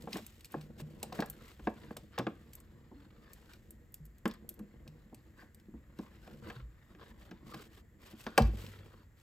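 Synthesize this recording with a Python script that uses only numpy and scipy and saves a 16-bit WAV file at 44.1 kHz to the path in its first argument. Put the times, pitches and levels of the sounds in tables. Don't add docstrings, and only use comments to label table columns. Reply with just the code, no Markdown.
import sys
import numpy as np
from scipy import signal
from scipy.fft import rfft, irfft
from scipy.io import wavfile
from scipy.ndimage import uniform_filter1d

SR = 44100
rng = np.random.default_rng(int(sys.argv[2]) if len(sys.argv) > 2 else 0)


def gain_from_decibels(decibels):
    exponent = np.asarray(decibels, float) / 20
    return 10 ** exponent


def master(y):
    cut = np.clip(np.atleast_2d(y).T, -1, 1)
    pcm = np.round(cut * 32767)
    wavfile.write(sys.argv[1], SR, pcm.astype(np.int16))


N = 406592

# (frequency [Hz], relative level [dB], t60 [s])
CASE_MODES = [(219.8, 8, 0.074), (317.7, 6.5, 0.046), (465, -1, 0.058), (554, -6, 0.017),
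              (722, -2.5, 0.069), (1066, -5.5, 0.072), (1640, 6.5, 0.019), (2620, -4, 0.024)]


def evened(x):
    return x / np.sqrt(np.mean(x ** 2) + 1e-20)


def read(points, hz):
    f, value = np.transpose(points)
    return np.interp(np.log(hz + 1), np.log(f + 1), value)


def add(mix, s, sound):
    part = mix[..., round(s * SR):][..., :sound.shape[-1]]
    part += sound[..., :part.shape[-1]]


def colour(x, spectrum):
    hz = np.fft.rfftfreq(x.shape[-1], 1 / SR)
    return irfft(rfft(x) * gain_from_decibels(read(spectrum, hz)), x.shape[-1])


def diffuse(grain_db, per_s):
    # (frequency [Hz], left-right likeness [0 to 1])
    likeness = [(150, 0.96), (1000, 0.72), (4000, 0.54), (10000, 0.92)]
    a, b = rfft(rng.standard_normal((2, N)))
    same = np.clip(read(likeness, np.fft.rfftfreq(N, 1 / SR)), 0, 1)
    pair = irfft(np.array([a, same * a + np.sqrt(1 - same ** 2) * b]), N)
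    slip_size = gain_from_decibels(grain_db * np.minimum(rng.exponential(1, N), 4))
    slips = slip_size * (rng.random(N) < per_s / SR)
    decay_s = 0.005
    roughness = signal.lfilter([1], [1, -np.exp(-1 / (decay_s * SR))], slips)
    return pair * (0.5 + roughness)


def hum():
    # (frequency [Hz], relative level per Hz [dB])
    hum_spectrum = [(25, -2.5), (60, 2.5), (220, -13.5), (800, -32.5), (1450, -31.5), (1900, -25),
                    (2450, -38.5), (5900, -47.5), (6900, -40), (7450, -35.5), (8100, -45.5), (13200, -42),
                    (16400, -48)]
    rms_db = -59
    return gain_from_decibels(rms_db) * evened(colour(diffuse(0, 0), hum_spectrum))


def hands():
    # (time [s], rumble through the case [dB], dull rub [dB], bright hiss [dB])
    hand_levels = [(0.0, -48.5, -71, -66), (0.25, -68, -88, -64.5), (0.7, -56, -76.5, -75.5),
                   (1.25, -51.5, -62.5, -69), (1.6, -67, -74.5, -69), (1.85, -54, -62, -69.5),
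                   (2.1, -65, -78, -79), (2.5, -61.5, -71, -76.5), (2.95, -62.5, -74.5, -89),
                   (3.4, -65.5, -67, -70.5), (3.7, -63, -99, -79), (4.1, -74.5, -81, -91),
                   (4.45, -57, -75.5, -92), (5.2, -63.5, -76.5, -80), (5.85, -68.5, -77, -92),
                   (6.2, -61, -70.5, -77.5), (6.5, -50, -91, -69.5), (6.75, -75, -71.5, -88),
                   (7.05, -61.5, -69.5, -74), (7.55, -59, -70.5, -95), (7.9, -68.5, -89, -103),
                   (8.298, -70, -53.5, -67), (8.449, -42.5, -63, -62.5), (8.7, -58, -60.5, -63.5),
                   (9.035, -66.5, -68, -79), (9.082, -83.5, -95, -91), (9.22, -77.5, -85, -85)]
    s, *db = np.transpose(hand_levels)
    t = np.arange(N) / SR
    return gain_from_decibels(np.array([np.interp(t, s, column) for column in db]))


def rumble():
    t = np.arange(SR // 4) / SR
    modes = [(152, 0.15, 0.1)] + CASE_MODES[:3]
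    body = sum(gain_from_decibels(db - 60 * t / t60) * np.sin(2 * np.pi * hz * t) for hz, db, t60 in modes)
    murmur = signal.oaconvolve(diffuse(1.8, 57.0), body[None], axes=1)[:, :N]
    return hands()[0] * evened(murmur)


def patchy(x, depth_db):
    z = signal.stft(x, nperseg=512)[2]
    patches = rng.standard_normal(z.shape[1:])
    patches = uniform_filter1d(patches, size=3, axis=0)
    patches = uniform_filter1d(patches, size=26, axis=1)
    return signal.istft(z * gain_from_decibels(depth_db * evened(patches)), nperseg=512)[1][:, :N]


def crackle():
    size = gain_from_decibels(6.5 * np.minimum(rng.exponential(1, N), 4))
    impulses = size * (rng.random(N) < 60 / SR)
    decay_s = 0.0081
    envelope = signal.lfilter([1], [1, -np.exp(-1 / (decay_s * SR))], impulses)
    bursts = envelope * rng.standard_normal(N)
    return evened(colour(bursts, [(300, -19), (900, 0.0), (2000, 5), (4500, -2.0), (8000, -43.5)]))


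def rustle():
    # (time [s], length [s], rub level [dB], hiss level [dB])
    strokes = [(0.115, 0.088, -53.5, -54), (0.473, 0.21, -65, -66.5), (0.794, 0.014, -74, -56.5),
               (1.024, 0.037, -59, -75), (1.146, 0.07, -48.5, -58.5), (1.398, 0.15, -60.5, -66.5),
               (2.129, 0.034, -60, -78), (2.947, 0.18, -69.5, -80), (3.478, 0.092, -61.5, -70),
               (4.276, 0.097, -59.5, -88), (5.366, 0.091, -64.5, -70.5), (5.956, 0.14, -66, -67),
               (6.135, 0.03, -64.5, -74), (6.202, 0.17, -62, -69.5), (6.411, 0.24, -57.5, -71),
               (6.995, 0.048, -59, -79), (7.068, 0.05, -61, -75), (7.168, .12, -65.5, -70),
               (7.439, 0.25, -58, -59.5), (7.703, 0.11, -63.5, -65), (7.994, 0.16, -61, -64),
               (8.167, 0.12, -78, -59.5), (8.547, 0.12, -56.5, -59), (9.175, 0.057, -76, -71.5)]
    # (frequency [Hz], relative level per Hz [dB])
    rub_spectrum = [(250, -11.5), (450, -6.5), (750, -15.5), (1060, -9), (1450, -10.5), (2200, -16),
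                    (3000, -19.5), (5000, -24), (8000, -64)]
    # (frequency [Hz], relative level per Hz [dB])
    hiss_spectrum = [(1500, -16), (3000, -12.5), (6000, -20), (8000, -18), (13000, -19.5), (16400, -30)]
    flutter_db, flutter_s = 1.3, 0.05
    width = round(flutter_s * SR)
    flutter = uniform_filter1d(rng.standard_normal(N), width)
    flutter = evened(uniform_filter1d(flutter, width))
    power = (hands()[1:] * gain_from_decibels(flutter_db * flutter)) ** 2

    margin_s = 0.02
    for s, length, *db in strokes:
        swell = signal.windows.tukey(round((length + 2 * margin_s) * SR), 0.75)
        add(power, s - margin_s, (gain_from_decibels(np.array(db))[:, None] * swell) ** 2)
    rub_gain, hiss_gain = np.sqrt(power)

    rub = evened(patchy(colour(diffuse(2.6, 400), rub_spectrum), 3.5))
    hiss = evened(colour(diffuse(1.8, 450), hiss_spectrum))
    return rub_gain * (rub + gain_from_decibels(-14.5) * crackle()) + hiss_gain * hiss


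def tick(level_db, dull_db):
    # (frequency [Hz], relative level per Hz [dB])
    snap_spectrum = [(2500, -11.5), (4500, -8.5), (8500, 13), (15000, 0.5), (16400, -23.5)]
    latch_hz = np.array([3150, 4450, 5100])
    latch_t60_s = 0.025
    t = np.arange(4096) / SR - 0.005
    onset = np.exp(np.minimum(t, 0) / 0.00035)
    shape = onset * (np.exp(-abs(t) / 0.0032) + 0.25 * np.exp(-abs(t) / 0.0081))

    bright, dull = rng.standard_normal((2, len(t)))
    dull = colour(dull, [(1200, -53.0), (2200, -5.5), (5500, -7.5), (7000, -21)])
    bright = colour(bright, [(8500, 0.54 * min(dull_db, 0)), (12500, 0.0068)])
    crack = shape * (evened(colour(bright, snap_spectrum)) + gain_from_decibels(dull_db) * evened(dull))

    after = np.maximum(t, 0)
    tuned_hz = latch_hz[:, None] * gain_from_decibels(rng.standard_normal())
    ring = gain_from_decibels(3.5 * rng.standard_normal(len(latch_hz))) @ np.sin(2 * np.pi * tuned_hz * after)
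    ring_gain = gain_from_decibels(dull_db - 10.5 - 60 * after / latch_t60_s)
    return gain_from_decibels(level_db) * (crack + ring_gain * ring)


def knock(level_db, low_db, high_db):
    t = np.arange(8192) / SR
    contact_s = 0.0015
    bands = np.geomspace(200, 6400, num=11)
    weak_modes = np.transpose([bands, -2.5 + 0 * bands, 0.058 * (bands / 1000) ** -0.6])
    hz, db, t60 = np.vstack([CASE_MODES, weak_modes]).T[:, :, None]
    strong = len(CASE_MODES)

    spot_db = 1.6 * rng.standard_normal((len(hz), 1))
    tilt_db = [low_db, 0, 0, high_db, high_db - 13.5]
    db = db + np.interp(np.log(hz), np.log([300, 480, 900, 2900, 6400]), tilt_db) + spot_db

    octaves = np.log2((np.fft.rfftfreq(len(t), 1 / SR) + 1) / bands[:, None])
    noise = rng.standard_normal((len(bands), len(t)))
    clatter = irfft(rfft(noise) * np.exp(-(octaves / 0.3) ** 2))
    swing = np.vstack([np.sin(2 * np.pi * hz[:strong] * t), clatter])

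    held = np.maximum(t - contact_s, 0)
    shape = gain_from_decibels(-60 * held / t60)
    shape[strong:] += gain_from_decibels(-7.0 - 60 * held / (1.2 * t60[strong:]))
    shape *= 1 - np.exp(-t / (0.0011 + 0.48 / hz))
    sound = shape * swing
    sound *= np.linalg.norm(shape, axis=1, keepdims=True) / np.linalg.norm(sound, axis=1, keepdims=True)
    return gain_from_decibels(level_db - 11.5) * (gain_from_decibels(db) * sound).sum(0)


def cabin(x):
    # (frequency [Hz], t60 [s])
    decay = [(200, 0.25), (1000, 0.24), (4000, 0.33), (9000, 0.15)]
    hz, t, z = signal.stft(diffuse(0, 0)[:, :SR // 2], SR, nperseg=256)
    fade = gain_from_decibels(-60 * t / read(decay, hz)[:, None])
    tail = signal.istft(z * fade, SR, nperseg=256)[1]
    tail[:, :200] = 0
    return signal.fftconvolve(x, tail / np.linalg.norm(tail[0]), axes=1)[:, :N]


def boom(peak_db, hz, t60):
    t = np.arange(SR) / SR
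    swing = (1 - np.exp(-t * hz / 0.53)) * gain_from_decibels(-60 * t / t60)
    return gain_from_decibels(peak_db) * swing / swing.max() * np.sin(2 * np.pi * hz * t)


def thud():
    # (frequency [Hz], envelope peak [dB], t60 [s])
    panels = [(223, -22.5, 0.15), (133.6, -23.5, 0.15), (86, -24, 0.18), (55, -20, 0.37), (98.6, -40, 1.6)]
    start_s, lag_cycles = 8.392, 1.76
    sound = np.zeros(N)
    for hz, peak_db, t60 in panels:
        add(sound, start_s + lag_cycles / hz, boom(peak_db, hz, t60))
    return sound


def scene():
    # (time [s], level [dB], dull part relative to bright [dB])
    ticks = [(0.0222, -55, -5), (0.1303, -52.5, 16), (0.17, -46, 0.5), (0.2652, -47, -12),
             (0.408, -59.5, 1), (0.446, -51.5, 3), (0.455, -51, -5), (0.5203, -51.5, -21),
             (0.612, -61.5, 4.5), (0.803, -55, 0.5), (1.0296, -36.5, -5.5), (1.126, -57.5, 10),
             (1.2045, -48, 6), (1.26, -52, -12), (1.2998, -39, -20), (1.9684, -44.5, -2.5),
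             (2.187, -46.5, 8), (2.5334, -49.5, -9), (2.553, -46.5, -21), (2.602, -56, -13),
             (3.3336, -49.5, -12), (3.5347, -59.5, 4), (3.707, -49.5, -20), (3.922, -63, -34),
             (3.9421, -44.5, -14), (4.054, -56, -18), (4.063, -62, -14), (4.183, -62.5, -10),
             (4.2552, -50, -5), (4.2782, -46, -9), (4.3124, -65, 13.5), (4.338, -57.5, -6),
             (4.4912, -38.5, -13.5), (4.541, -56, -27), (4.592, -55.5, -12), (4.8778, -59.5, 4),
             (5.1458, -54, -8), (5.5463, -56.5, -10), (5.599, -67.5, -2), (5.9883, -62.5, 5.5),
             (7.311, -72, 16), (7.544, -57, 9), (8.266, -61, 13), (8.3779, -28.5, 6), (8.4212, -51.5, 9.5),
             (8.6646, -61, 10.5), (8.874, -87, 15.5)]
    # (time [s], level before a common trim [dB], low-mode tilt [dB], high-mode tilt [dB])
    knocks = [(0.073, -35, -1, -18), (0.139, -48, 13.5, -27), (0.155, -35.5, 2.5, -6), (0.18, -41, -1, -11),
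              (0.541, -28.5, -3, -25), (0.798, -43, -4.5, -14), (1.028, -36, -8, -35),
              (1.122, -34.5, -11, -20), (1.19, -26.5, -1, -21), (1.222, -28.5, -29, -6.5),
              (1.594, -50.5, 7.5, -1.5), (1.671, -22, -4.5, -15), (1.907, -40, 1, -12),
              (1.965, -41, -11, -13), (2.178, -28, -18, -4), (2.193, -26.5, 0.5, -9),
              (2.267, -26.5, -2, -9.5), (2.914, -52, 9, -30), (4.255, -26, 3.5, -1.5),
              (4.593, -49.5, 10, -11), (4.866, -54, 4, -15), (5.126, -47.5, 3.5, -37),
              (5.425, -51.5, 3, -31), (5.685, -67.5, 25.5, -29), (5.738, -55.5, 19, -16),
              (5.99, -42.5, 10, -19), (6.275, -47, 1.5, -4), (6.5, -40.5, -12, 4), (6.901, -69, 20.5, -11),
              (6.948, -58, 10, 4.5), (7.313, -48, 7.5, 1), (7.54, -43, 2, -1), (8.133, -58.5, 14.5, -19),
              (8.265, -33, -2, 0.5), (8.3773, -7.5, -19, -15)]
    # (time [s], envelope peak [dB], frequency [Hz])
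    booms = [(0.567, -41, 152), (0.819, -39.5, 152), (1.288, -49.5, 152), (1.62, -43, 58), (1.91, -58, 152),
             (4.001, -47, 152), (4.024, -47.5, 55), (4.602, -43.5, 206.6), (4.881, -48, 152),
             (2.191, -40.5, 124.3), (2.959, -52, 286), (5.741, -47.5, 62), (6.441, -47.5, 91),
             (6.561, -43.5, 124.7), (6.62, -39.5, 57), (7.181, -51, 60.3)]
    boom_t60_s = 0.33
    steady = hum() + rumble() + rustle()
    hits = np.zeros((2, N))
    for s, *row in ticks:
        add(hits, s - 0.005, tick(*row))
    for s, *row in knocks:
        add(hits, s, knock(*row))
    hits += gain_from_decibels(-14.5) * cabin(hits)
    for s, peak_db, hz in booms:
        add(hits, s, boom(peak_db, hz, boom_t60_s))
    return hits + thud() + steady


def low_pass(x):
    return signal.sosfilt(signal.butter(12, 16610, fs=SR, output="sos"), x)


def record(dry):
    # (frequency [Hz], phase by which left leads [rad])
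    phase_lead = [(100, .05), (800, .45), (3100, 1), (5200, .9), (6900, 0), (8100, -1), (9300, -2.9),
                  (10900, -3.4), (12500, -5.6), (14400, -6.6), (16200, -9)]
    # (frequency [Hz], left over right [dB])
    left_excess = [(600, 0), (4000, 2), (8000, .2)]
    hz = np.fft.rfftfreq(N, 1 / SR)
    left = np.exp(0.5j * read(phase_lead, hz)) * gain_from_decibels(read(left_excess, hz) / 2)
    bass_cut = hz ** 4 / (hz ** 4 + 28.6 ** 4)
    mix = irfft(rfft(dry) * np.array([left, 1 / left]) * bass_cut, N)
    return low_pass(mix)


dry = scene()
out = record(dry)
master(out)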